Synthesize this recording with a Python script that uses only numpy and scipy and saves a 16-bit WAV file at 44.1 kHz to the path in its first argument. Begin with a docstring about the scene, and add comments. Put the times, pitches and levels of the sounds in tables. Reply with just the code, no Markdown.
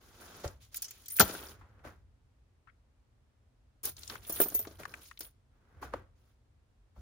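"""Change in a palm, a folded bill, a wooden bench; a hand-held phone close by in a small quiet workshop.
0-1.2 s: skin and sleeve brush, coins jingle (noise chinks, edge clicks), then are slapped down (plank modes).
1.2-2.7 s: coins settle, soft bumps (damped noise pops), a faint wet-sounding chirp (rising pops).
3.8-5.3 s: bill pulled out and laid on top; coins slide and clink (grainy noise, beating modes), paper crackles.
5.5-7 s: brushing and bumps of the hands. Throughout: still air, rumble in swells, room echo."""
import sys
import numpy as np
from scipy import signal
from scipy.fft import rfft, irfft, next_fast_len
from scipy.io import wavfile
from scipy.ndimage import uniform_filter1d

SR = 44100
rng = np.random.default_rng(int(sys.argv[2]) if len(sys.argv) > 2 else 0)


def dump(signal):
    """Clip the signal to [-1, 1] and save it as 16-bit WAV at the path in sys.argv[1]."""
    limited = np.clip(np.atleast_2d(signal).T, -1, 1)
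    pcm = np.round(limited * 32767).astype(np.int16)
    wavfile.write(sys.argv[1], SR, pcm)


N = 309137
HIT_N, BLOW_N = SR // 2, SR // 50  # samples: one short sound; the span that sets its level
T_S = np.arange(HIT_N) / SR

# Levels of events come before the trims (*_db arguments) of the functions that use them.
# coins meeting coins: (time [s], chink level [dB], edge click level [dB], rebound time scale [s])
CLINKS = [(0.627, -74, -66, 0.0096), (0.743, -46, -49, 0.0016), (.758, -44.5, -49, .006),
          (0.768, -39, -48, 0.0083), (0.82, -37, -42.5, 0.0046), (.842, -51, -44, 0.0071),
          (0.881, -68, -51.5, .001), (0.9076, -49, -52, 0.00068), (1.058, -56, -54.5, .002),
          (1.082, -45.5, -51, .0016), (1.1, -47, -52, 0.0062), (1.165, -35, -47.5, .002),
          (1.196, -17.5, -39, 0.0017), (1.204, -23.5, -34, .0022), (3.832, -45, -50.5, 0.01),
          (3.853, -32.5, -42.5, 0.0048), (4.295, -36, -48, 0.0048), (4.321, -42, -51, 0.0045),
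          (4.401, -26, -56, 0.0016), (4.407, -26.5, -46, 0.013), (4.484, -51, -68, .0013),
          (4.543, -37, -44, .006), (4.59, -39, -52.5, 0.00076), (5.191, -49, -60.5, 0.00096),
          (5.205, -43.5, -59.5, 0.0038)]
# blows on the bench top: (time [s], thud level [dB], clack level [dB], crack level [dB])
KNOCKS = [(1.196, -26.5, -41, -27.5), (1.2, -25, -23.5, -36), (1.208, -22, -31, -24.5),
          (1.295, -38, -48, -53.5), (1.349, -44.5, -49, -53.5), (3.848, -41.5, -61, -54.5),
          (4.298, -36, -60, -71), (4.401, -21, -39, -55), (4.414, -27, -70, -66), (4.458, -35.5, -59, -60),
          (4.521, -42.5, -61, -60), (4.55, -37.5, -63.5, -66), (4.595, -42, -75, -81),
          (4.671, -38, -65, -57), (4.711, -49, -76, -65), (4.8, -43.5, -65, -74),
          (5.207, -48.5, -61, -49.5)]
# coins left free to ring: (time [s], level [dB], lowest bending mode [Hz], t60 [s])
RINGS = [(1.108, -45.5, 9200, .14), (1.121, -42, 13600, .12), (1.176, -39.5, 14700, .09),
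         (1.2, -27, 9840, 0.042), (1.213, -26.5, 14340, .09), (3.872, -41, 15300, 0.14),
         (4.324, -38.5, 13500, .13), (4.402, -40.5, 9290, 0.24), (4.412, -28, 15600, .08),
         (4.414, -29, 13930, 0.19), (4.485, -39.5, 13900, 0.055), (4.549, -27, 14110, .16),
         (4.593, -35, 14200, .12)]
# paper creases, other small dry snaps: (time [s], level [dB], pitch [Hz])
CREASES = [(0.477, -52.5, 5470), (.745, -56.5, 1903), (1.187, -40.5, 2030), (3.967, -56, 5500),
           (3.981, -61, 3470), (3.992, -57, 11000), (4.033, -51, 5100), (4.077, -49, 6740),
           (4.098, -45.5, 3920), (4.099, -52, 1250), (4.121, -59, 2000), (4.154, -47.5, 1460),
           (4.651, -53.5, 1230), (4.833, -51.5, 1680), (4.853, -43, 1400), (4.939, -45.5, 1720),
           (5.112, -52.5, 1537), (5.174, -57.5, 3370)]
# soft bumps of the hands on bench and phone: (time [s], level [dB], pitch [Hz], t60 [s], low boom level [dB])
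BUMPS = [(0.442, -38.5, 506, 0.11, -37.5), (1.201, -27, 187.3, .093, -47), (1.202, -24.5, 710, 0.081, -35),
         (1.61, -60, 1110, 0.19, -57), (1.791, -69, 1235, 0.066, -61.5), (1.849, -52, 509.3, 0.063, -51),
         (5.827, -43.5, 850, 0.05, -57.5), (5.9367, -39, 897, 0.017, -58), (5.94, -38, 400, 0.033, -58.5),
         (6.962, -65, 592.6, .08, -55)]
# heap of coins shifting:
# (start [s], length [s], level [dB], swell over the slide [dB], weight on the bench [dB])
COIN_SLIDES = [(.82, 0.032, -52, -7, -34), (1.116, 0.068, -45.5, 2, -28.5), (1.205, 0.31, -43, -14, -1),
               (3.831, 0.066, -41, -3.5, -10), (4.262, 0.17, -52.5, 15, -12),
               (4.462, 0.18, -49.5, -6.5, -9.5), (5.207, 0.072, -47.5, -11, -13)]
# bill dragged and laid down: (start [s], length [s], level [dB], weight on the bench [dB])
PAPER_SLIDES = [(3.958, 0.14, -63, -4.5), (4.088, 0.058, -58.5, 6.5), (4.218, 0.029, -60.5, -4.5),
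                (4.642, 0.11, -69.5, 5.5), (4.784, 0.028, -60, 8.5), (4.865, .13, -69.5, 8),
                (5.004, .08, -63, -15.5)]
# skin and sleeve brushing: (start [s], length [s], level [dB], swell over the stroke [dB], brightness [dB])
BRUSHES = [(0, 0.21, -67, 5, -2.5), (0.198, 0.21, -58.5, 3.5, -4), (0.43, 0.019, -49.5, 3.5, -6.5),
           (0.6, 0.039, -78.5, -0.5, 14.5), (0.714, 0.33, -70.5, -1, 7.5), (1.505, 0.033, -65, -2, -5.5),
           (1.53, 0.31, -67, -2, -21.5), (1.836, 0.041, -51.5, 1.5, -15.5), (5.501, 0.34, -81, 16.5, -18.5),
           (5.812, 0.028, -50.5, 3, -12.5), (5.922, 0.033, -49.5, -0.5, -23.5), (6.152, .15, -83, 3, -2),
           (6.948, 0.051, -74, 3.5, -8)]
# shifts of the hand that holds the phone: (start [s], length [s], rumble level [dB])
SWAYS = [(0, 0.52, -62.5), (0.456, 0.058, -57), (1.198, 0.87, -58.5), (3.816, 1.05, -56.5),
         (5.722, 0.26, -54), (6.961, 0.034, -52.5)]
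# modes of the bench top: (frequency [Hz], relative level [dB], t60 [s])
BENCH_MODES = [(184.1, -0.5, 0.25), (325, 2, 0.099), (361, -4, 0.0893), (405, 7, 0.066), (445, -2, .08),
               (558, -2, 0.063), (647, -3.5, 0.16), (753, -2.5, 0.046), (934.7, -5.5, 0.021),
               (1217, -1, 0.0722), (1475, 1.5, 0.024), (1570, -6.5, 0.022), (1711, -8, 0.043)]
# spectrum of coin faces chinking: (frequency [Hz], relative level [dB])
CHINK_SPECTRUM = [(5000, -33), (8300, -23.5), (9500, -2), (11200, -7), (12200, -22.5), (13300, -4),
                  (15300, 2), (16500, -14)]
# spectrum of coin edges clicking: (frequency [Hz], relative level [dB])
EDGE_SPECTRUM = [(500, -26), (2000, -7.5), (4000, -4.5), (6600, 5), (8200, -5), (12000, -20)]
# spectrum of the contact crack on the bench: (frequency [Hz], relative level [dB])
CRACK_SPECTRUM = [(700, -13.5), (2000, -5), (3300, -0.5), (5000, 2), (6800, -1), (8200, -15.5),
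                  (12000, -25)]
# spectrum of low scuffing: (frequency [Hz], relative level [dB])
SCUFF_SPECTRUM = [(60, -10.5), (200, -1.5), (380, 0.5), (520, -2.5), (800, -4.5), (1550, -3.5),
                  (2400, -15.5), (5000, -30), (16000, -50)]
# spectrum of dry hiss: (frequency [Hz], relative level [dB])
HISS_SPECTRUM = [(500, -15.5), (2000, -3), (3500, 1.5), (5000, 0), (6800, 0), (8300, -11.5), (12000, -16.5),
                 (16000, -21.5)]
# spectrum of coins scraping: (frequency [Hz], relative level [dB])
SCRAPE_SPECTRUM = [(4000, -40), (8300, -20), (9500, 3.5), (11200, -3.5), (12200, -15), (13300, 0),
                   (14400, 1.5), (15400, -1.5), (16500, -12.5)]
# spectrum of the still air: (frequency [Hz], relative level [dB])
AIR_SPECTRUM = [(12, -62), (20, -29.5), (48, -1), (107, -7), (134, -11.5), (154, -24.5), (241, -19),
                (337, -26.5), (410, -25.5), (718, -29.5), (1190, -32.5), (2460, -38.5), (9950, -48.5),
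                (16000, -62)]

AIR_DB = -66.5
ROOM_T60_S, ROOM_TREBLE_T60_S, ROOM_DB = 0.34, 0.35, -13
TOP_HZ = 15800
CREASE_T60_S = 0.026
BOOM_HZ, BOOM_T60_S, BOOM_LAG_S = 68.5, 0.11, 0.012  # the whole bench answers a bump a little late
CHIRP_START_S, CHIRP_DB, CHIRP_HZ = 2.672, -63.5, 1302
CHIRP_GAP_S, CHIRP_RISE_HZ_PER_S, CHIRP_FADE_DB_PER_S = 0.008, 19000, 237.5


def amp(db):
    """Decibels to gain."""
    return 10 ** (np.asarray(db) / 20)


def fade(t60_s):
    """Exponential decay."""
    return np.exp(-np.log(1000) * T_S / max(t60_s, 1 / SR))


def strength(x, db):
    """Scale a hit so that its first 20 ms have this rms level."""
    return x * amp(db) / np.sqrt(np.mean(x[:, :BLOW_N] ** 2))


def add(out, time_s, x):
    """Mix a short sound in."""
    start = int(time_s * SR)
    out[:, start:start + HIT_N] += x[:, :N - start]


def band(x, lo_hz, hi_hz):
    """Causal band-pass, edges held inside the usable range."""
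    edges_hz = [min(lo_hz, SR / 3), min(hi_hz, SR / 2 - 500)]
    return signal.sosfilt(signal.butter(2, edges_hz, "band", fs=SR, output="sos"), x)


def noise(size, apart_hz=1500):
    """Noise at two microphone ports: the bass is shared, the treble unrelated."""
    padded = next_fast_len(size, True)
    mid, side = rfft(rng.standard_normal((2, padded)))
    hz = np.fft.rfftfreq(padded, 1 / SR)
    share = hz / np.hypot(hz, apart_hz)
    ports = np.array([mid + share * side, mid - share * side]) / np.sqrt(1 + share ** 2)
    return irfft(ports, padded)[:, :size]


def colour(x, spectrum):
    """Filter by (frequency [Hz], level [dB]) points, then scale to rms 1."""
    hz, db = np.transpose(spectrum)
    size = next_fast_len(x.shape[1])
    gain = amp(np.interp(np.log(np.fft.rfftfreq(size, 1 / SR) + 1), np.log(hz), db))
    y = irfft(rfft(x, size) * gain, size)[:, :x.shape[1]]
    return y / y.std()


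def lean(x, left_db):
    """Make the left side louder than the right."""
    return x * amp(np.array([[left_db], [-left_db]]) / 2)


def walk(rate_hz):
    """Smooth random wander with a spread near 1."""
    step = max(int(SR / rate_hz), 2)
    levels = np.repeat(rng.standard_normal(N // step + 1), step)
    return uniform_filter1d(levels, step)[:N]


def stroke(start_s, length_s, db, attack_s, release_t60_s, swell_db=0):
    """Envelope of one movement: sets in, holds or drifts evenly in dB, dies away."""
    t_s = np.arange(N) / SR - start_s
    progress = np.clip(t_s / length_s, 0, 1)
    release_db = -60 * np.maximum(t_s - length_s, 0) / release_t60_s
    return np.clip(t_s / attack_s, 0, 1) * amp(db + swell_db * progress + release_db)


def snags(rate_hz, t60_s, spread_db):
    """Envelope of small catches at random moments, each dying quickly; rms 1."""
    hits = rng.random(N) < rate_hz / SR
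    energy = hits * amp(spread_db * rng.uniform(-0.85, 1, N)) ** 2
    power = signal.lfilter([1], [1, -amp(-120 / (t60_s * SR))], energy)
    return np.sqrt(power / (power.mean() + 1e-12))


def ring(modes, scatter_db):
    """Decaying modes; each blow lands elsewhere and weights them anew."""
    out = np.zeros(HIT_N)
    for hz, db, t60_s in modes:
        gain = amp(db + scatter_db * rng.standard_normal())
        out += gain * np.sin(2 * np.pi * hz * T_S) * fade(t60_s)
    return out


def pops(table, spread, skirt_db, left_db, rise_s):
    """Short damped noise pops, each around its own pitch, with a weaker broad snap."""
    out = np.zeros((2, N))
    for time_s, db, hz, t60_s in table:
        push = noise(HIT_N) * fade(t60_s) * (1 - np.exp(-T_S / rise_s))
        body = band(push, hz / (1 + spread), hz * (1 + spread))
        snap = band(push, hz / 4, hz * 5)
        add(out, time_s, strength(body, db) + strength(snap, db + skirt_db))
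    return lean(out, left_db)


def background(rumble_db=-2, air_db=0.0):
    """Still workshop air, and the rumble of the hand that holds the phone."""
    rumble = band(noise(N, apart_hz=400), 54, 100)
    sway = sum(stroke(start_s, length_s, db, attack_s=0.03, release_t60_s=0.86)
               for start_s, length_s, db in SWAYS)
    air = colour(noise(N, apart_hz=500), AIR_SPECTRUM)
    return air * amp(AIR_DB + air_db) + rumble / rumble.std() * sway * amp(rumble_db)


def workshop(dry, split_hz=2500, treble_db=-6, build_s=0.013):
    """Diffuse echo of a cluttered room: two noise bands build up, then decay at nearly equal rates."""
    t_s = np.arange(SR) / SR
    low = band(noise(SR, apart_hz=400), 100, split_hz) * amp(-60 * t_s / ROOM_T60_S)
    high = band(noise(SR), split_hz, 10000) * amp(treble_db - 60 * t_s / ROOM_TREBLE_T60_S)
    tail = (low + high) * (1 - np.exp(-t_s / build_s)) / np.sqrt(SR / 20)
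    return amp(ROOM_DB) * signal.fftconvolve(dry, tail, axes=1)[:, :N]


def clutter(dry, echo_db=-17, longest_s=0.007, count=6):
    """Tools close by throw back quick echoes that comb the treble, differently at each port."""
    bright = band(dry, 1500, 16000)
    lags = (rng.uniform(0.1, 1, (2, count)) * longest_s * SR).astype(int)
    echoes = [sum(np.roll(port, lag) for lag in row) for port, row in zip(bright, lags)]
    return dry + amp(echo_db) * np.array(echoes)


def chirp(count=4):
    """A faint wet-sounding run of narrow pops, rising in pitch and fading."""
    pulses = [(CHIRP_START_S + t_s, CHIRP_DB - CHIRP_FADE_DB_PER_S * t_s,
               CHIRP_HZ + CHIRP_RISE_HZ_PER_S * t_s, 0.025)
              for t_s in CHIRP_GAP_S * np.arange(count)]
    return pops(pulses, spread=0.23, skirt_db=-33.5, left_db=8.0, rise_s=0.0041)


def handling():
    """Each bump is a dull pop followed by a low boom."""
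    bodies = [(time_s, db, hz, t60_s) for time_s, db, hz, t60_s, _ in BUMPS]
    booms = [(time_s + BOOM_LAG_S, boom_db, BOOM_HZ, BOOM_T60_S) for time_s, _, _, _, boom_db in BUMPS]
    return (pops(bodies, spread=0.48, skirt_db=-20.5, left_db=2.0, rise_s=0.0008)
            + pops(booms, spread=0.56, skirt_db=-15.5, left_db=0.74, rise_s=0.0006))


def brushing(attack_s=0.014, release_t60_s=0.26, scrape_db=-3):
    """Scuff, hiss and scrape gains of skin and cloth: brightness lifts hiss and scrape over scuff."""
    return sum(np.outer(amp([0, bright_db, bright_db + scrape_db]),
                        stroke(start_s, length_s, db, attack_s, release_t60_s, swell_db))
               for start_s, length_s, db, swell_db, bright_db in BRUSHES)


def sliding_paper(attack_s=0.016, release_t60_s=0.23, scrape_db=3.0):
    """Scuff, hiss and scrape gains of the bill: the harder it is pressed down, the more it scuffs."""
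    return sum(np.outer(amp([weight_db, 0, scrape_db]),
                        stroke(start_s, length_s, db, attack_s, release_t60_s))
               for start_s, length_s, db, weight_db in PAPER_SLIDES)


def sliding_coins(attack_s=0.012, release_t60_s=0.098, hiss_db=-3, hiss_per_weight=0.55):
    """Scuff, hiss and scrape gains of the heap: bearing harder, it scuffs and hisses more."""
    return sum(np.outer(amp([weight_db, hiss_db + hiss_per_weight * weight_db, 0]),
                        stroke(start_s, length_s, db, attack_s, release_t60_s, swell_db))
               for start_s, length_s, db, swell_db, weight_db in COIN_SLIDES)


def rubbing(scuff_gain, hiss_gain, scrape_gain, grain_rate_hz=700, grain_db=1.5, flutter_db=0.0,
            catch_db=3, patchy_db=3):
    """Sliding surfaces catch and slip in tiny grains: low scuff, dry hiss, bright scrape."""
    grip = amp(grain_db * walk(grain_rate_hz) + flutter_db * walk(45))
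    scuff = colour(noise(N) * grip, SCUFF_SPECTRUM) * scuff_gain
    # small and large wrinkles speak in different octaves, each at its own moments
    wrinkles = sum(band(noise(N), hz, 2 * hz) * amp(patchy_db * walk(90))
                   for hz in 1000 * 2.0 ** np.arange(4))
    hiss = colour(wrinkles * grip, HISS_SPECTRUM) * hiss_gain
    # milled rims catch on each other in coarser steps
    catches = amp(catch_db * walk(220))
    scrape = colour(noise(N) * grip * catches, SCRAPE_SPECTRUM) * scrape_gain
    return scuff + hiss + scrape


def crackle(rate_hz=22, t60_s=0.012, spread_db=9, count=5):
    """Wrinkles of different sizes snap, each size at its own pitch and its own moments."""
    snaps = sum(band(noise(N), hz, 1.5 * hz) * snags(rate_hz, t60_s, spread_db)
                for hz in 1200 * 1.5 ** np.arange(count))
    return colour(snaps, HISS_SPECTRUM)


def friction(tick_db=-8, tap_db=-7, crackle_db=-3):
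    """All that slides; on the way rims tick, coins tap the plank and small wrinkles crackle."""
    heap = sliding_coins()
    money = heap + sliding_paper()
    rim_catches = snags(rate_hz=22, t60_s=0.02, spread_db=4.5)
    ticks = colour(noise(N), CHINK_SPECTRUM) * rim_catches * heap[2] * amp(tick_db)
    plank_catches = snags(rate_hz=45, t60_s=0.055, spread_db=5.5)
    taps = colour(band(noise(N), 250, 2000), SCUFF_SPECTRUM) * plank_catches * heap[0] * amp(tap_db)
    crackling = crackle() * money[1] * amp(crackle_db)
    return rubbing(*(money + brushing())) + ticks + taps + crackling


def creases():
    """Folds of the paper snap: broad noise pops with a very fast rise."""
    snaps = [(time_s, db, hz, CREASE_T60_S) for time_s, db, hz in CREASES]
    return pops(snaps, spread=0.4, skirt_db=-11.5, left_db=3.0, rise_s=0.0002)


def bench(grain_t60_s=0.048, grain_db=0, crack_t60_s=0.064, split_hz=780, thud_trim_db=-8,
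          clack_trim_db=0, crack_trim_db=0):
    """Hand and coins strike the plank: low modes thud, high ones clack, the contact cracks."""
    out = np.zeros((2, N))
    for time_s, thud_db, clack_db, crack_db in KNOCKS:
        plank = ring(BENCH_MODES, scatter_db=4.5)
        # loose tools on the bench blur its modes
        blur = band(noise(HIT_N), 120, 1800) * fade(grain_t60_s)
        wood = strength(np.array([plank, plank]), 0) + strength(blur, grain_db)
        thud = strength(band(wood, 230, split_hz), thud_db + thud_trim_db)
        clack = strength(band(wood, 1290, 1680), clack_db + clack_trim_db)
        crack = colour(noise(HIT_N), CRACK_SPECTRUM) * fade(crack_t60_s)
        crack = strength(crack, crack_db + crack_trim_db)
        add(out, time_s, lean(thud, left_db=1.7))
        add(out, time_s, lean(clack, left_db=6.5))
        add(out, time_s, lean(crack, left_db=4.5))
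    return out


def free_coins(split_hz=130, twin_db=-6, buzz_db=-15, ring_db=1):
    """The stamped relief splits a coin's mode into a beating pair; touching its neighbours it buzzes."""
    out = np.zeros((2, N))
    for time_s, db, hz, t60_s in RINGS:
        pair = [(hz, 0, t60_s), (hz + split_hz * rng.standard_normal(), twin_db, t60_s)]
        # each port hears another side of the disc, and one hears it a sample later
        tone = np.array([ring(pair, scatter_db=4.5), np.roll(ring(pair, scatter_db=2), 1)])
        buzz = band(noise(HIT_N), hz - 400, hz + 400) * fade(t60_s)
        add(out, time_s, strength(tone, db + ring_db) + strength(buzz, db + buzz_db))
    return out


def rattle(scale_s, rebound=0.7, count=9):
    """A first contact, then a few smaller rebounds that die away."""
    waits = rng.exponential(size=count)
    contacts = np.zeros(HIT_N)
    contacts[0] = 1
    places = np.minimum(waits * scale_s * SR, HIT_N - 1).astype(int)
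    np.add.at(contacts, places, rebound * np.exp(-waits / 2))
    return contacts


def excite(force, response):
    """What a body does when this force drives it."""
    return signal.fftconvolve(np.atleast_2d(force), np.atleast_2d(response), axes=1)[:, :HIT_N]


def chatter(spectrum, scale_s, t60_s, patchy_db, rise_s=0.00067):
    """Glancing contacts between damped discs; each pile has resonances of its own."""
    hz, db = np.transpose(spectrum)
    grid_hz = np.linspace(500, 17000, 56)
    pile_db = np.interp(np.log(grid_hz), np.log(hz), db) + patchy_db * rng.standard_normal(len(grid_hz))
    contact = fade(t60_s) * (1 - np.exp(-T_S / rise_s))
    return colour(noise(HIT_N), np.c_[grid_hz, pile_db]) * excite(rattle(scale_s), contact)


def coins(chink_t60_s=0.016, click_t60_s=0.068, chink_trim_db=0, click_trim_db=-1, patchy_db=4):
    """Coins pressed together meet, chink briefly and click at their edges."""
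    out = np.zeros((2, N))
    for time_s, chink_db, click_db, scale_s in CLINKS:
        chink = chatter(CHINK_SPECTRUM, scale_s, chink_t60_s, patchy_db)
        click = chatter(EDGE_SPECTRUM, scale_s, click_t60_s, patchy_db)
        add(out, time_s, strength(chink, chink_db + chink_trim_db))
        add(out, time_s, strength(click, click_db + click_trim_db))
    return out


def scene(paper_echo_db=-4):
    """Money, bench and handling noise in the room; creases excite the room less."""
    paper = creases()
    dry = clutter(coins() + free_coins() + bench() + handling() + chirp() + friction())
    return dry + paper + workshop(dry + paper * amp(paper_echo_db)) + background()


def record(dry):
    """The phone softly rounds loud peaks and cuts the top."""
    return signal.sosfilt(signal.ellip(8, 0.2, 70, TOP_HZ, fs=SR, output="sos"), np.tanh(dry))


dry = scene()
out = record(dry)
dump(out)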